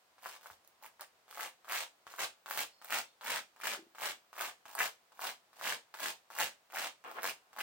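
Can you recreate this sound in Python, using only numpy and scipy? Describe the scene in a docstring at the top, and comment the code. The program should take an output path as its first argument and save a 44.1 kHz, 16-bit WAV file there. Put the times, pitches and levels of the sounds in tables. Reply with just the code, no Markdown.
"""A dog digging at a straw mat

A dog digs at a woven straw mat with one forepaw, nearly three strokes a second, in a small curtained room.
The claws pluck the taut straws one by one: each gives a short, damped swing (a dull pop) and a noise burst (a tick).
As the paw speeds up, many tiny random slips run together into a dry rasp, and low filtered noise makes the mat thud.
Soft pads slide on the straw, the floor creaks with fading tones and the dog whines with two wavering whistles.
Echoes of fading noise make the room, and a steady, faint noise lies below."""
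import sys
import numpy as np
from scipy import signal
from scipy.fft import rfft, irfft, next_fast_len
from scipy.io import wavfile
from scipy.ndimage import uniform_filter1d, map_coordinates

SR = 44100
rng = np.random.default_rng(int(sys.argv[2]) if len(sys.argv) > 2 else 0)


def bounce(signal):
    """Save signal as a 16-bit WAV file at the path given by the first command-line argument."""
    frames = np.transpose(np.atleast_2d(signal))
    limited = np.clip(frames, -1, 1)
    pcm = np.round(limited * 32767).astype(np.int16)
    wavfile.write(sys.argv[1], SR, pcm)


N = 336042

# Each stroke: the paw lands, drags lightly, bears down, pulls and lifts off. All levels are relative settings.
# (landing time [s], drag length [s], bearing-down length [s], pull length [s], landing level [dB],
#  drag level [dB], then in the pull: plucking [dB], rasp [dB], ticking [dB], thud against the rasp [dB])
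STROKES = [(0.182, 0.075, 0.04, 0.1, -62.0, -66.0, -50.5, -55.5, -55.5, -4.0),
           (0.411, 0.056, 0.071, 0.068, -63.0, -62.0, -61.0, -65.5, -64.0, -3.0),
           (0.816, 0.033, 0.04, 0.015, -70.5, -65.0, -53.5, -62.5, -58.0, -4.0),
           (0.994, 0.023, 0.038, 0.007, -64.0, -64.0, -52.0, -57.5, -69.0, -7.0),
           (1.281, 0.131, 0.046, 0.053, -60.5, -55.5, -43.5, -50.5, -50.0, -8.0),
           (1.646, 0.093, 0.061, 0.089, -55.5, -59.0, -39.0, -44.5, -46.0, -11.0),
           (2.068, 0.129, 0.02, 0.047, -49.0, -57.0, -38.0, -41.0, -46.5, -3.0),
           (2.46, 0.123, 0.028, 0.04, -47.5, -48.5, -40.0, -43.0, -45.5, 1.0),
           (2.816, 0.115, 0.041, 0.062, -55.0, -55.5, -37.5, -42.5, -45.0, 1.5),
           (3.211, 0.099, 0.089, 0.072, -51.0, -53.0, -38.0, -43.0, -47.0, 1.0),
           (3.562, 0.11, 0.069, 0.071, -60.5, -67.5, -40.5, -45.0, -49.0, 0.0),
           (3.949, 0.089, 0.049, 0.068, -55.0, -54.0, -40.5, -45.0, -48.0, 0.0),
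           (4.33, 0.083, 0.06, 0.073, -53.5, -54.5, -40.0, -48.0, -48.0, -1.0),
           (4.655, 0.15, 0.04, 0.055, -52.0, -57.5, -35.5, -43.0, -42.5, 0.0),
           (5.12, 0.125, 0.062, 0.055, -62.5, -70.5, -41.5, -46.5, -49.0, -2.0),
           (5.531, 0.143, 0.081, 0.067, -61.0, -63.0, -41.0, -44.0, -49.0, 2.5),
           (5.941, 0.109, 0.067, 0.049, -46.5, -54.0, -41.0, -43.0, -45.5, 1.0),
           (6.303, 0.099, 0.045, 0.059, -49.5, -51.5, -37.5, -41.5, -44.0, 2.0),
           (6.701, 0.078, 0.056, 0.09, -60.5, -55.5, -38.5, -45.5, -47.0, 1.0),
           (7.04, 0.204, 0.03, 0.061, -54.0, -62.0, -41.0, -45.5, -46.0, 4.0),
           (7.531, 0.098, 0.064, 0.078, -56.5, -58.5, -38.0, -47.5, -50.5, 3.0)]
# A claw catches hard and snaps free: (time [s], pop level [dB], tick level [dB]), before colouring
SNAGS = [(0.259, -28.5, -33), (0.265, -36, -32), (0.29, -44, -30), (0.363, -44, -37.5), (0.459, -37, -42),
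         (0.501, -39, -55), (0.648, -62, -48), (0.676, -67, -41), (0.845, -41, -53), (0.853, -45, -39.5),
         (0.867, -51, -39.5), (0.996, -42, -55), (1.01, -41, -25), (1.327, -40, -37.5), (1.374, -32.5, -43),
         (1.398, -30, -44.5), (1.419, -37.5, -33), (1.682, -37, -42.5), (1.697, -38, -26.5),
         (1.712, -30, -49), (1.722, -27.5, -20), (1.731, -27, -32), (2.139, -37, -40.5), (2.185, -35, -33),
         (2.191, -30, -33), (2.215, -33, -29.5), (2.48, -39, -34.5), (2.487, -39, -45.5),
         (2.501, -41.5, -27.5), (2.51, -24.5, -19), (2.547, -37, -25), (2.575, -27.5, -16.5),
         (2.605, -40, -15), (2.846, -40.5, -30), (2.899, -37.5, -42.5), (2.924, -21.5, -26),
         (2.931, -22.5, -39.5), (3.232, -41.5, -49), (3.263, -31.5, -31), (3.297, -31, -29.5),
         (3.369, -27, -37.5), (3.386, -32.5, -41), (3.601, -41.5, -41.5), (3.635, -33, -36),
         (3.671, -24, -15), (3.726, -29.5, -42.5), (3.748, -30, -46), (3.984, -36, -41),
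         (4.051, -26, -37.5), (4.088, -32.5, -33), (4.404, -28.5, -26), (4.435, -32, -28.5),
         (4.692, -44, -35), (4.752, -32, -22), (4.781, -28.5, -38), (4.804, -19, -24),
         (4.808, -17.5, -18.5), (4.812, -22, -28), (4.816, -20.5, -28), (5.193, -33, -37),
         (5.291, -30, -34), (5.612, -32, -40), (5.652, -26, -45), (5.672, -27, -36), (5.723, -24, -40),
         (5.996, -39, -41), (6.058, -24, -28), (6.364, -37.5, -42), (6.387, -22.5, -19),
         (6.396, -23.5, -35), (6.413, -20.5, -32), (6.425, -19.5, -26.5), (6.442, -33, -17),
         (6.732, -38.5, -45.5), (6.77, -24.5, -30.5), (6.783, -28, -43.5), (7.114, -40, -32.5),
         (7.186, -30, -42), (7.232, -29, -21), (7.237, -32, -24), (7.243, -23, -20), (7.253, -23, -31.5),
         (7.564, -39.5, -45.5), (7.585, -32, -50), (7.599, -31.5, -33)]
# Colour of a plucked straw: (frequency [Hz], gain [dB])
PLUCK_COLOUR = [(30, -35.5), (100, -29.5), (300, -4.5), (600, 4), (1800, -0.5), (2800, 4), (4500, -9.5),
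                (9000, -17)]
# Colour of claws scraping fine fibres: (frequency [Hz], gain [dB])
RASP_COLOUR = [(100, -24), (250, -20.5), (500, 3), (900, 4.5), (2000, 1.5), (3000, 5.5), (4200, 3),
               (6000, 0), (8500, -1), (16000, -16.5)]
# Colour of a hard claw tip on dry straw: (frequency [Hz], gain [dB])
TICK_COLOUR = [(500, -22), (2500, -8), (5000, -4), (9000, -1), (16000, 0)]


def amp(db):
    """Decibels turned into a plain multiplier."""
    return 10 ** (np.asarray(db) / 20)


def unit(x):
    """x scaled to an average (rms) strength of 1."""
    return x / np.sqrt(np.mean(x ** 2) + 1e-20)


def along(points, hz):
    """Values between (frequency, value) points, read on a log frequency axis."""
    f, v = np.transpose(points)
    return np.interp(np.log(hz + 1), np.log(f + 1), v)


def curves(rows):
    """One value per sample for each column after the time."""
    s, *columns = np.transpose(sorted(map(tuple, rows)))
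    return [np.interp(np.arange(N) / SR, s, column) for column in columns]


def filtered(x, response):
    """x times a complex response at each frequency."""
    size = x.shape[-1]
    padded = next_fast_len(size + SR // 4)
    spectrum = rfft(x, padded) * response(np.fft.rfftfreq(padded, 1 / SR))
    return irfft(spectrum, padded)[..., :size]


def coloured(x, db_of_hz, size=8192):
    """x through a filter with the given gain that, like a real object, never answers before it is struck."""
    cepstrum = irfft(np.log(amp(db_of_hz(np.fft.rfftfreq(size, 1 / SR)))))
    # folding the second half onto the first puts the whole answer after the strike
    cepstrum[1:size // 2] *= 2
    cepstrum[size // 2 + 1:] = 0
    answer = irfft(np.exp(rfft(cepstrum)))
    return signal.fftconvolve(x, np.array(answer, ndmin=x.ndim), axes=-1)[..., :N]


def shaped(x, spectrum):
    """x coloured by (frequency, gain) points."""
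    return coloured(x, lambda hz: along(spectrum, hz))


def placed(times, grains):
    """Sum of short sounds, one row each, starting at their times."""
    starts = np.round(np.maximum(times, 0) * SR).astype(int)
    at = starts[:, None] + np.arange(grains.shape[1])
    return np.bincount(at.ravel(), grains.ravel(), N)[:N]


def diffuse(pair):
    """Two unrelated noises mixed as two microphone ports hear them: more alike in the bass."""
    # Sound from all sides at the two ports: (frequency [Hz], likeness [0 to 1])
    likeness = [(100, 0.913), (300, 0.63), (700, 0.696), (1400, 0), (3000, 0), (7000, 0)]

    def shares(hz):
        turn = np.arccos(np.clip(along(likeness, hz), -1, 1)) / 2
        return np.array([np.cos(turn), np.sin(turn)])

    mid, side = filtered(pair, shares)
    return np.array([mid + side, mid - side])


def stroke_level(rule, pull_column, bear_down_db=20, grip_s=0.034, touch_db_per_s=560):
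    """Level [dB] of one sound: each stroke is a pat, a light drag, then a pull that swells, sags and is released."""
    pat_share, drag_share, lag, sag, fade = rule
    power = np.zeros(N)
    for stroke in STROKES:
        s, drag_s, bear_s, pull_s, land_db, drag_db = stroke[:6]
        start = round(s * SR)
        age = np.arange(min(SR // 2, N - start)) / SR
        pulled = np.maximum(age - drag_s, 0)
        pat = land_db + pat_share - touch_db_per_s * age
        # the claws reach the straw only grip_s after the landing
        off_straw = np.maximum(grip_s - age, 0) + pulled
        drag = drag_db + drag_share - touch_db_per_s * off_straw
        # the scrape grows while the paw bears down at the end of the drag
        swell = -bear_down_db * (np.minimum(age - drag_s - lag, 0) / bear_s) ** 2
        lifted = np.maximum(pulled - pull_s, 0)
        pull = stroke[pull_column] + swell - sag * pulled - fade * lifted
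        power[start:start + len(age)] += amp(pat) ** 2 + amp(drag) ** 2 + amp(pull) ** 2
    return 10 * np.log10(power + 1e-12)


def stroke_levels(waver_db=1.0, waver_rate=45):
    """Plucking, rasp and ticking levels [dB]: they waver together as the claws press unevenly, and die as the paw lifts."""
    # How each sound follows a stroke: (level over the landing [dB], level over the drag [dB], lag [s],
    # sag in the pull [dB/s], fade after the lift [dB/s])
    pluck_rule = (-4, -2.5, 0, 70, 490)
    rasp_rule = (-8, -6, 0.006, 16, 520)
    tick_rule = (-18, -6, 0, 98, 490)
    # waver_rate random values a second, joined smoothly
    knots = rng.standard_normal(int(N * waver_rate / SR) + 4).clip(-1.5, 1.5)
    grip_db = waver_db * map_coordinates(knots, [np.arange(N) * waver_rate / SR])
    layers = [(pluck_rule, 6), (rasp_rule, 7), (tick_rule, 8)]
    return [stroke_level(rule, column) + grip_db for rule, column in layers]


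def crossings(rate, scatter):
    """Uneven times at which claws cross a straw, and the rate [per second] at each."""
    passed = np.cumsum(rate) / SR
    marks = np.arange(int(passed[-1]))
    uneven = marks + scatter * rng.standard_normal(len(marks))
    at = np.minimum(np.searchsorted(passed, uneven), N - 1)
    return at / SR, rate[at]


def pops(hz, cycles, size=400):
    """A plucked straw swings about twice before the padding stops it; the outline of the swing peaks at 1."""
    phase = hz[:, None] * np.arange(size) / SR
    outline = phase / cycles * np.exp(1 - phase / cycles)
    return -np.sin(2 * np.pi * phase) * outline


def ticks(count, life, size=160):
    """Hard claw on dry straw: noise bursts that fade with the given life [s]."""
    return rng.standard_normal((count, size)) * np.exp(-np.arange(size) / SR / life)


def plucking(pluck_db, tick_db, speed, slow_rate=200, fast_rate=400, pop_hz=1400, rise=0.217,
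             spread=0.2855, size_db=3, tick_size_db=3.6):
    """Claws ride over the weave: more and higher pops as the paw gains speed. Also gives the jerk of each release."""
    times, rate = crossings(slow_rate + (fast_rate - slow_rate) * speed, scatter=.35)
    force, pitch, sharpness = rng.standard_normal((len(times), 3)).clip(-1.7, 1.7).T
    speed_then = np.interp(times, np.arange(N) / SR, speed)
    hz = pop_hz * np.exp(rise * speed_then + spread * pitch)
    # dividing by the rate keeps the strength even where pops crowd together
    pop_size = amp(size_db * force) * np.sqrt(hz / rate)
    tick_size = amp(tick_size_db * (force + sharpness) / np.sqrt(2)) / np.sqrt(rate)
    swings = pop_size[:, None] * pops(hz, cycles=0.4964)
    cracks = tick_size[:, None] * ticks(len(times), life=0.00087)
    dull = shaped(placed(times, swings), PLUCK_COLOUR)
    bright = shaped(placed(times, cracks), TICK_COLOUR)
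    jerk = placed(times, tick_size[:, None] * np.exp(-np.arange(SR // 100) / SR / .0017))
    plucks = amp(pluck_db - 1.3) * unit(dull) + amp(tick_db + 4.9) * unit(bright)
    return plucks, unit(jerk)


def fibres(rate, size_db):
    """Tiny random slips across the width of the paw, as both ports hear them; rate is per second."""
    slips = (rng.random((2, N)) < rate / SR) * np.sign(rng.standard_normal((2, N)))
    sizes = amp(size_db * rng.standard_normal((2, N)).clip(-2, 2))
    return diffuse(slips * sizes)


def rasping(rasp_db, jerk, steady=0.584):
    """Fine fibres catch and slip under the claws, most of all just after each straw lets go."""
    slips = (steady + jerk) * fibres(rate=3500, size_db=4)
    return amp(rasp_db + 2) * unit(shaped(slips, RASP_COLOUR))


def held(hold_db=-8, hold=0.00459):
    """A caught claw stands still for a few milliseconds before it snaps free, so the scraping dips."""
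    t = np.arange(N) / SR
    releases = np.append(np.sort(np.array(SNAGS)[:, 0]), np.inf)
    wait = releases[np.searchsorted(releases, t)] - t
    # a short running average softens the sudden end of each dip
    stillness = uniform_filter1d(np.exp(-(wait / hold) ** 2), size=32)
    return amp(hold_db * stillness)


def snags(speed, slow_hz=1270, rise=0.3, spread=0.05):
    """Single hard catches of a claw: a pop of the straw, higher under a fast paw, and a tick of the claw tip."""
    s, pop_db, tick_db = np.transpose(SNAGS)
    speed_then = np.interp(s, np.arange(N) / SR, speed)
    hz = slow_hz * np.exp(rise * speed_then + spread * rng.standard_normal(len(s)))
    swings = amp(pop_db)[:, None] * pops(hz, cycles=.5)
    cracks = ticks(len(s), life=.0005)
    cracks = cracks / np.abs(cracks).max(axis=1, keepdims=True)
    cracks = amp(tick_db)[:, None] * cracks
    return shaped(placed(s, swings), PLUCK_COLOUR) + shaped(placed(s, cracks), TICK_COLOUR)


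def landings(pop_db=10, pop_hz=1250, crack_db=1.5, tick_db=0, second_claw_s=0.008, second_claw_db=-4):
    """At each landing two claws touch down in turn; each pops one straw, with a dry crack and a bright tick."""
    s, land_db = np.array(STROKES)[:, [0, 4]].T
    s = np.append(s, s + second_claw_s)
    size = amp(np.append(land_db, land_db + second_claw_db))[:, None]
    # pop, crack and tick are set against the level of the landing
    swings = amp(pop_db) * pops(np.full(len(s), pop_hz), cycles=.5)
    cracks = placed(s, size * ticks(len(s), life=.001))
    popped = shaped(placed(s, size * swings), PLUCK_COLOUR)
    dry_crack = amp(crack_db) * shaped(cracks, RASP_COLOUR)
    return popped + dry_crack + amp(tick_db) * shaped(cracks, TICK_COLOUR)


def thudding(rasp_db):
    """The thick mat shakes with the force of the stroke, more when the dog leans on the paw."""
    # Colour of the shaking mat: (frequency [Hz], gain [dB])
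    thud_colour = [(20, -37), (35, -22.5), (55, -1), (110, -3.5), (170, 2), (250, 7), (450, 4), (900, -0.5),
                   (3000, -55)]
    strokes = np.array(STROKES)
    current = np.maximum(np.searchsorted(strokes[:, 0], np.arange(N) / SR) - 1, 0)
    thud_db = rasp_db + strokes[current, -1] - 20
    return amp(thud_db) * unit(shaped(rng.standard_normal(N), thud_colour))


def sliding():
    """Soft pads rub the straw with a dull, dense grain."""
    # The pads slide over the mat before the claws bite: (time [s], level [dB])
    slide = [(7.036, -88), (7.047, -49), (7.068, -47), (7.11, -52), (7.138, -61), (7.16, -47), (7.192, -43),
             (7.215, -57), (7.25, -77.5)]
    # Colour of sliding pads: (frequency [Hz], gain [dB])
    pad_colour = [(100, -31.5), (400, -5.5), (800, -4), (1230, 5.5), (1600, -3.5), (2100, -8),
                  (3200, -12.5), (9000, -52), (16000, -42)]
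    level_db, = curves(slide)
    return amp(level_db) * unit(shaped(fibres(rate=5000, size_db=2), pad_colour))


def mat_resonance(paw):
    """The mat on its floor strengthens some pitches of the paw's sounds and weakens others."""
    # Resonances of the mat: (centre [Hz], width [Hz], lift [dB])
    resonances = [(252.7, 11.4, 0.5), (736, 50, 1.5), (893.2, 118, 3), (1296, 450, -2.5), (1630, 160, 2),
                  (2570, 30, -4.5)]

    def lift(hz):
        return sum(db / (1 + (2 * (hz - centre) / width) ** 2) for centre, width, db in resonances)

    return coloured(paw, lift)


def boards(attack=0.00125):
    """Short low creaks and a footfall as the dog shifts its weight: pure tones that start fast and fade."""
    # The floor gives: (time [s], level [dB], frequency [Hz], time to fade by 60 dB [s])
    creaks = [(0.509, -62, 87, 0.09), (3.775, -49, 380, 0.049), (3.79, -49, 330.2, 0.102),
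              (3.824, -53, 346.6, 0.045), (3.867, -53, 342, 0.027)]
    s, db, hz, t60 = np.transpose(creaks)[:, :, None]
    t = np.arange(SR // 4) / SR
    ring = amp(db) * np.exp(-np.log(1000) * t / t60) * np.sin(2 * np.pi * hz * t)
    return placed(s[:, 0], ring * (1 - np.exp(-t / attack)))


def whine(waver=0.011, waver_rate=120, upper_ratio=1.17):
    """Two unsteady whistles through the nose that glide together, the upper one weaker."""
    # The thin, high whine: (time [s], lower whistle [Hz], its level [dB])
    glide = [(2.69, 4600, -83), (2.73, 4380, -70), (2.78, 4370, -73), (2.825, 4480, -70.5),
             (2.87, 4500, -93.5), (3.03, 3650, -97.5), (3.08, 3636, -72), (3.13, 3763, -74.5),
             (3.17, 3850, -95)]
    hz, db = curves(glide)
    sounding = np.interp(np.arange(N) / SR, [glide[0][0], glide[-1][0]], [1, 1], left=0, right=0)

    def whistle(pitch):
        knots = rng.standard_normal(int(N * waver_rate / SR) + 4)
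        unsteady = map_coordinates(knots, [np.arange(N) * waver_rate / SR])
        return np.sin(2 * np.pi * np.cumsum(pitch * (1 + waver * unsteady)) / SR)

    return sounding * amp(db) * (whistle(hz) + .7 * whistle(upper_ratio * hz))


def direct_sound(dog, lag_samples=2.763):
    """Sound travels straight to both ports; the right one, being nearer, hears it a moment sooner."""
    sides = np.array([[-1j], [1j]])
    return filtered(dog, lambda hz: np.exp(sides * np.pi * hz * lag_samples / SR))


def room_tail(build=0.00185, early=1.81, early_life=0.00262):
    """Close reflections off floor and dog, then a short diffuse answer of the room; energy 1 at each port."""
    # How long the room rings: (frequency [Hz], time to fade by 60 dB [s])
    ring_times = [(150, 0.245), (400, 0.2464), (1000, 0.1696), (3000, 0.2193), (7500, 0.2113),
                  (15000, 0.162)]
    hz, t, z = signal.stft(rng.standard_normal((2, SR // 3)), SR, nperseg=256)
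    fade = np.exp(-np.log(1000) * t / along(ring_times, hz)[:, None])
    tail = signal.istft(z * fade, SR, nperseg=256)[1]
    age = np.arange(tail.shape[1]) / SR
    tail = diffuse(tail) * (1 - np.exp(-age / build)) * (1 + early * np.exp(-age / early_life))
    return tail / np.linalg.norm(tail, axis=1, keepdims=True)


def room(x):
    """The paw lands somewhere else each time, so every stroke has its own echoes."""
    wet = np.zeros((2, N + SR))
    edges = [0] + [int(stroke[0] * SR) for stroke in STROKES[1:]] + [N]
    for a, b in zip(edges, edges[1:]):
        answer = signal.fftconvolve(x[:, a:b], room_tail(), axes=1)
        wet[:, a:a + answer.shape[1]] += answer
    return wet[:, :N]


def room_noise():
    """A faint, steady noise from all around: random noise given a fixed colour."""
    # Colour of the room noise: (frequency [Hz], gain [dB])
    air_colour = [(15, -51), (25, -18.5), (285, -13.5), (734, -5), (818, -6.5), (911, -6.5), (988, -6),
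                  (1190, -7.5), (3520, -14), (4370, -14.5), (5880, -17.5), (8830, -19.5), (16000, -22.5)]
    return amp(-70.2) * unit(diffuse(shaped(rng.standard_normal((2, N)), air_colour)))


def scene(slow_db=-62, fast_db=-42):
    """The dog's sounds, a little to the right, with their echoes and the steady room noise."""
    pluck_db, rasp_db, tick_db = stroke_levels()
    # a faster paw rasps louder: 0 is slow, 1 is full speed
    speed = np.clip((rasp_db - slow_db) / (fast_db - slow_db), 0, 1)
    plucks, jerk = plucking(pluck_db, tick_db, speed)
    scraping = held() * (plucks + rasping(rasp_db, jerk))
    paw = scraping + landings() + snags(speed) + thudding(rasp_db) + sliding()
    dog = mat_resonance(paw) + boards() + whine()
    echoes = amp(-3.5) * room(dog)
    return direct_sound(dog) + echoes + room_noise()


def record(dry, low_hz=45, top_hz=15880):
    """Each microphone port has its own colour; the deep bass rolls off and nothing is kept above top_hz."""
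    # Colour of the two ports: (frequency [Hz], left gain [dB], right gain [dB])
    port_colour = np.array([(300, 0, 0), (750, 1.1, -1.1), (1100, 0, -.5), (1600, 1.3, -1.3), (2800, -1, 1),
                            (4500, -1.2, 1.2), (6000, -.3, .3), (8700, 1.5, -1.5), (10500, -8, 0),
                            (12300, -5, -.5), (15000, -5, 3)])
    left, right = port_colour[:, [0, 1]], port_colour[:, [0, 2]]

    def response(hz):
        bass_cut = (1j * hz / (low_hz + 1j * hz)) ** 2
        return amp([along(left, hz), along(right, hz)]) * bass_cut * (hz < top_hz)

    return filtered(dry, response)


dry = scene()
out = record(dry)
bounce(out)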